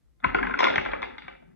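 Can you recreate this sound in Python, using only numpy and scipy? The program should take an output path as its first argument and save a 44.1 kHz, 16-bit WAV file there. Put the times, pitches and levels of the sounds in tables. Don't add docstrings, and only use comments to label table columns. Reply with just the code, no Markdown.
import sys
import numpy as np
from scipy import signal
from scipy.fft import rfft, irfft
from scipy.io import wavfile

SR = 44100
rng = np.random.default_rng(int(sys.argv[2]) if len(sys.argv) > 2 else 0)


def unload_wav(signal):
    wavfile.write(
        sys.argv[1],
        SR,
        np.round(np.clip(np.atleast_2d(signal).T, -1, 1) * 32767).astype(np.int16),
    )


N = 68355

# (frequency [Hz], relative level [dB], T60 [s])
BOOM_MODES = [(386, -3, 0.029), (553, -2.5, 0.038), (703.6, 1, 0.031)]
CLACK_MODES = [(1835, -3, 0.012), (2092, 0, 0.033), (2307, -1, 0.022), (2680, -1.5, 0.0069)]
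TICK_MODES = [(2867, -5, 0.021), (3330, -6.5, 0.019), (3514, -1.5, 0.016), (3790, -1.5, 0.0088),
              (4600, -5, 0.006)]
SNAP_MODES = [(5250, 2, .007), (5750, 3.5, 0.0065), (6200, -2.5, 0.0072), (6720, -3, 0.019),
              (10500, 1.5, .008)]


def ball():
    # (time [s], knock level [dB], knock pitch [Hz], boom level [dB], hollow level [dB], clack level [dB])
    bounces = [(0.2425, -22.5, 1428, -26.5, -21, -24), (.3458, -21.5, 1440, -21.5, -29.5, -26.5),
               (0.385, -27, 1367, -36, -34.5, -35), (0.428, -25.5, 1660, -34, -33.5, -31.5),
               (0.4684, -30, 1623, -34.5, -36.5, -35), (0.4935, -40, 1390, -35.5, -35, -44.5),
               (0.5085, -32, 1478, -45, -38, -38.5), (0.5386, -24.5, 1464, -36.5, -38.5, -35),
               (.574, -41.5, 1450, -39, -42.5, -40)]
    # (frequency [Hz], relative level [dB], T60 [s])
    hollow_modes = [(1041.4, 0, 0.035), (1034, 0.0037, 0.022)]
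    knock_t60_s, knock_spread, side_db = 0.034, 0.081, -7
    out = np.zeros(N)
    for s, knock_db, knock_hz, boom_db, hollow_db, clack_db in bounces:
        knock = [(knock_hz * (1 - knock_spread), side_db, knock_t60_s),
                 (knock_hz, 0, knock_t60_s),
                 (knock_hz * (1 + knock_spread), side_db, knock_t60_s)]
        pitch = detuning()
        clack = [(hz * pitch, db, t60 * 0.74) for hz, db, t60 in CLACK_MODES]
        for modes, level_db, delay_s in (
                (knock, knock_db, 0.0002), (hollow_modes, hollow_db, 0.002),
                (BOOM_MODES, boom_db, 0), (clack, clack_db, 0),
                (TICK_MODES, clack_db - 22.5, 0), (SNAP_MODES, clack_db - 39, 0)):
            add(out, s + delay_s, impact(modes, level_db, scatter=0.97, scatter_s=0.0038))
    return light_contact(rounded_contact(out, edge_hz=13000))


def pins():
    # (time [s], clack level [dB], boom level [dB], wood level [dB], spot pitch [Hz],
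    #  tick level [dB], snap level [dB], chatter time constant [s])
    hits = [(0.201, -71, -62.5, -66.5, 1400, -70, -87.5, 0.002),
            (0.5893, -25.5, -31, -25.5, 1062, -33, -30.5, 0.0079),
            (0.6036, -27.5, -24.5, -23, 965, -32, -34, 0.0039),
            (0.6239, -36, -30, -29, 900, -57, -57, 0.002),
            (0.6296, -26, -22.5, -24, 1313, -55.5, -39, 0.0067),
            (0.6402, -21.5, -25, -26, 1450, -25.5, -30, 0.0039),
            (0.6499, -31.5, -34, -22.5, 1030, -37, -52, 0.0054),
            (0.6661, -26, -39.5, -36, 1006, -50, -50, .003),
            (0.6686, -29, -29.5, -21.5, 1008, -51.5, -47.5, 0.00082),
            (.682, -27.5, -30.5, -28.5, 1393, -41, -54, 0.0047),
            (.701, -34.5, -24.5, -39.5, 952, -39.5, -55.5, 0.0026),
            (0.738, -35.5, -38.5, -33.5, 1550, -46.5, -62, .005),
            (0.7565, -24, -25.5, -32, 1387, -36, -39.5, 0.0027),
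            (0.7795, -21.5, -33, -26, 1525, -51.5, -62, 0.0032),
            (.812, -42.5, -41.5, -40.5, 1450, -53, -49.5, 0.0055),
            (.8505, -37, -41, -38, 1426, -45, -57.5, 0.0025),
            (0.8593, -35, -30, -30, 1473, -46, -62.5, 0.0059),
            (.886, -39.5, -33.5, -45, 858, -63, -69.5, 0.0038),
            (.9155, -46.5, -43.5, -40, 1620, -45.5, -68, 0.0026),
            (0.933, -31, -30, -31, 1119, -58, -83.5, 0.0032),
            (0.951, -52.5, -50.5, -38, 1256, -67, -73, 0.0022),
            (1.019, -49, -41.5, -37, 1710, -43, -50, 0.0063),
            (1.0275, -30, -35, -32.5, 1019, -43.5, -67, 0.013),
            (1.1809, -41, -51, -45.5, 1514, -45.5, -62, 0.0066),
            (1.220, -44.5, -54.5, -52, 1450, -55.5, -72, 0.03),
            (1.2802, -40, -41, -42, 1533, -52, -64, 0.0054),
            (1.324, -55, -73, -72, 1610, -66, -80.5, 0.0042),
            (1.351, -55, -71, -65, 1493, -72, -82.5, 0.007), (1.422, -68, -52, -67, 1466, -78, -94, 0.0043)]
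    # (frequency [Hz], relative level [dB], T60 [s])
    wood_modes = [(843.6, -5, 0.071), (1050, -0.5, 0.02), (1196, -5.5, 0.061), (1398, 1, 0.023),
                  (1670, 0.5, 0.015)]
    spot_db, spot_t60_s = -1, 0.077
    out = np.zeros(N)
    for s, clack_db, boom_db, wood_db, spot_hz, tick_db, snap_db, chatter_s in hits:
        boards = wood_modes + [(spot_hz, spot_db, spot_t60_s)]
        pitch = detuning()
        for modes, level_db in ((CLACK_MODES, clack_db), (BOOM_MODES, boom_db), (boards, wood_db),
                                (TICK_MODES, tick_db), (SNAP_MODES, snap_db)):
            detuned = [(hz * pitch, db, t60) for hz, db, t60 in modes]
            add(out, s, impact(detuned, level_db, scatter=1.12, scatter_s=chatter_s))
    return rounded_contact(light_contact(out), edge_hz=3470)


def impact(modes, db, scatter, scatter_s):
    t = np.arange(SR // 6) / SR
    drive = rng.standard_normal(len(t)) * np.exp(-t / scatter_s)
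    drive *= scatter / np.linalg.norm(drive)
    drive[0] += 1
    sound = ring(drive, modes)
    window_s = 0.012
    return from_db(db) * sound / np.linalg.norm(sound) * np.sqrt(window_s * SR)


def detuning():
    return 1 + 0.014 * rng.standard_normal()


def rounded_contact(x, edge_hz):
    return signal.sosfilt(signal.butter(2, edge_hz, fs=SR, output="sos"), x)


def light_contact(x, edge_hz=248):
    return signal.sosfilt(signal.butter(3, edge_hz, "high", fs=SR, output="sos"), x)


def rolling():
    # (time [s], level [dB])
    envelope = [(0.181, -84), (.222, -64.5), (.238, -27.5), (.32, -37), (.45, -30), (.57, -38.5),
                (.66, -33.5), (.73, -32), (.82, -39), (.98, -38), (1.081, -45.5), (1.2, -53), (1.33, -49.5),
                (1.42, -79), (1.55, -65.5)]
    # (frequency [Hz], relative level [dB], T60 [s])
    rumble_modes = [(120, -9.5, 0.1), (169, -8.5, 0.091), (250, 0, 0.2), (297.6, -5, 0.14),
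                    (397.7, -7, 0.053), (580, -4, 0.06), (650, 3, 0.024)]
    grit_modes = [(890, 6, 0.021), (1040, 7, 0.012), (1297, 13, 0.012), (1761, 7, 0.015),
                  (2010, 5.5, 0.021), (2540, 4, 0.005), (3440, -16, 0.01), (5400, -32, 0.0018)]
    bumps_per_s, rumble_db, grit_db = 640, -9.5, -4.5
    bumps = (rng.random((2, N)) < bumps_per_s / SR) * rng.standard_normal((2, N))
    rumble = from_db(rumble_db) * rms_one(ring(bumps[0], rumble_modes))
    grit = from_db(grit_db) * rms_one(ring(bumps[1], grit_modes))
    return curve(envelope) * (rumble + grit)


def table_thuds():
    # (time [s], gain [dB], relative rocking level [dB])
    thuds = [(0.256, -36, -1.5), (0.355, -45.5, -1.5), (0.774, -40.5, -8.5), (1.245, -55, -1.5)]
    # (frequency [Hz], relative level [dB], T60 [s])
    table_modes = [(85, 2, 0.22), (130, 3.5, 0.094), (197.4, 5, 0.1), (272, 1.5, 0.22), (273, 9.5, 0.19)]
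    legs_hz, legs_t60_s = 49, 0.99
    out, impulse = np.zeros(N), signal.unit_impulse(N)
    for s, db, rocking_db in thuds:
        rocking = [(legs_hz, rocking_db, legs_t60_s)]
        body = [(hz, level + rng.normal(0, 1), t60) for hz, level, t60 in table_modes]
        add(out, s, from_db(db) * ring(impulse, rocking + body))
    return rounded_contact(out, edge_hz=210)


def table_sway():
    # (time [s], level [dB])
    envelope = [(.24, -92), (.32, -53), (.53, -52.5), (.62, -62.5), (.76, -60.5), (.85, -47.5),
                (1.0, -55.5), (1.15, -63.5), (1.3, -70.5), (1.45, -75.5)]
    # (frequency [Hz], relative level [dB], T60 [s])
    modes = [(48.5, -6, 0.33), (81, -8, 0.17)]
    return curve(envelope) * rms_one(ring(rng.standard_normal(N), modes))


def late_rumble():
    # (time [s], level [dB])
    envelope = [(1.33, -78.5), (1.43, -58.5), (1.55, -59)]
    # (frequency [Hz], relative level [dB], T60 [s])
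    modes = [(135, -5, 0.06), (170, -1.5, 0.062), (213, -3.5, 0.063), (380, -2, 0.036)]
    return curve(envelope) * rms_one(ring(rng.standard_normal(N), modes))


def room(x):
    # (frequency [Hz], T60 [s])
    decay_times = [(100, .5), (500, .5), (1500, 0.68), (3000, 0.36), (7000, 0.46)]
    # (frequency [Hz], gain [dB])
    colour = [(100, -0.5), (300, 3), (480, 9.5), (650, -2.5), (850, -1), (1050, -14), (1500, -8),
              (2100, -5), (2900, 1.5), (3500, -1.5), (6000, 0)]
    build_s = 0.00074
    t = np.arange(SR) / SR
    white, tail = rng.standard_normal(SR), 0
    centres_hz = np.geomspace(100, 8000, 8)
    for hz, share in zip(centres_hz, np.eye(len(centres_hz))):
        band = shaped(white, lambda f: at_hz(list(zip(centres_hz, share)), f))
        tail = tail + band * np.exp(-np.log(1000) * t / at_hz(decay_times, hz))
    tail *= 1 - np.exp(-t / build_s)
    tail = coloured(tail / np.linalg.norm(tail), colour)
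    return signal.fftconvolve(x, tail)[:N]


def diffuse_field(x):
    # (frequency [Hz], gain [dB])
    colour = [(100, -1.5), (260, -8.5), (600, -22), (900, -5.5), (1500, -4.5), (2200, -9), (3500, 2),
              (6000, -5.5)]
    return coloured(np.array([room(x), room(x)]), colour)


def microphones(x):
    # (frequency [Hz], left minus right level [dB])
    balance = [(50, -7), (100, 6), (170, 11.5), (290, 6.5), (480, -1), (700, -1), (830, 4.5), (1040, 8.5),
               (1280, -1), (1600, 5), (2100, 0.5), (2750, -1), (3450, 10), (4000, 1), (6500, 0)]
    # (frequency [Hz], phase lag of the right side [rad])
    lag = [(40, 1.3), (150, 0.98), (260, 3.5), (450, 3), (620, 2.79), (800, 4.07), (1450, 5.29),
           (2100, 7.19), (2500, 6), (2850, 9.5), (3500, 13.66), (4700, 15.5), (6300, 18), (16000, 15)]
    left = shaped(x, lambda f: from_db(at_hz(balance, f) / 2))
    right = shaped(x, lambda f: from_db(-at_hz(balance, f) / 2)
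                   * np.exp(-1j * np.interp(f, *np.transpose(lag))))
    return np.array([left, right])


def background():
    # (frequency [Hz], relative spectral density [dB])
    spectrum = [(20, -20.5), (55, 7.5), (100, -13.5), (180, -12), (400, -23), (1000, -37), (4000, -41),
                (11000, -44.5), (15000, -46)]
    noise = coloured(rng.standard_normal((3, N)), spectrum)
    common, separate = noise[0], noise[1:]
    return from_db(-62.5) * rms_one(common + 3.2 * separate)


def ring(drive, modes):
    out = 0
    for k, (hz, db, t60) in enumerate(modes):
        radius, angle = np.exp(-np.log(1000) / (t60 * SR)), 2 * np.pi * hz / SR
        feedback = [1, -2 * radius * np.cos(angle), radius * radius]
        mode = signal.lfilter([0, np.sin(angle)], feedback, drive + 1e-18)
        out = out + (-1) ** k * from_db(db) * mode
    return out


def from_db(db):
    return 10 ** (np.asarray(db) / 20)


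def rms_one(x):
    return x / np.sqrt(np.mean(x ** 2) + 1e-20)


def at_hz(points, hz):
    f, values = np.transpose(points)
    return np.interp(np.log(np.maximum(hz, 1)), np.log(f), values)


def curve(points):
    return from_db(np.interp(np.arange(N) / SR, *np.transpose(points)))


def shaped(x, response):
    size = 2 * x.shape[-1]
    hz = np.arange(size // 2 + 1) * SR / size
    return irfft(rfft(x, size) * response(hz), size)[..., :size // 2]


def coloured(x, points):
    return shaped(x, lambda f: from_db(at_hz(points, f)))


def add(track, s, sound):
    start = int(s * SR)
    track[start:start + len(sound)] += sound[:N - start]


def scene():
    lane, clatter = ball() + rolling(), pins()
    game = lane + clatter
    reverberation = from_db(-5.5) * room(lane) + from_db(-6) * room(clatter)
    diffuse = diffuse_field(game)
    lows = table_thuds() + table_sway() + late_rumble()
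    heard = microphones(game + reverberation + lows) + diffuse
    treble_edge_hz, leak_db = 6190, -25
    dulled = signal.sosfilt(signal.butter(12, treble_edge_hz, fs=SR, output="sos"), heard)
    return dulled + from_db(leak_db) * heard + background()


def record(dry):
    low_cut_hz, stopband_hz = 41, 14700
    dry = signal.sosfilt(signal.butter(5, low_cut_hz, "high", fs=SR, output="sos"), dry)
    return signal.sosfilt(signal.cheby2(12, 70, stopband_hz, fs=SR, output="sos"), dry)


dry = scene()
out = record(dry)
unload_wav(out)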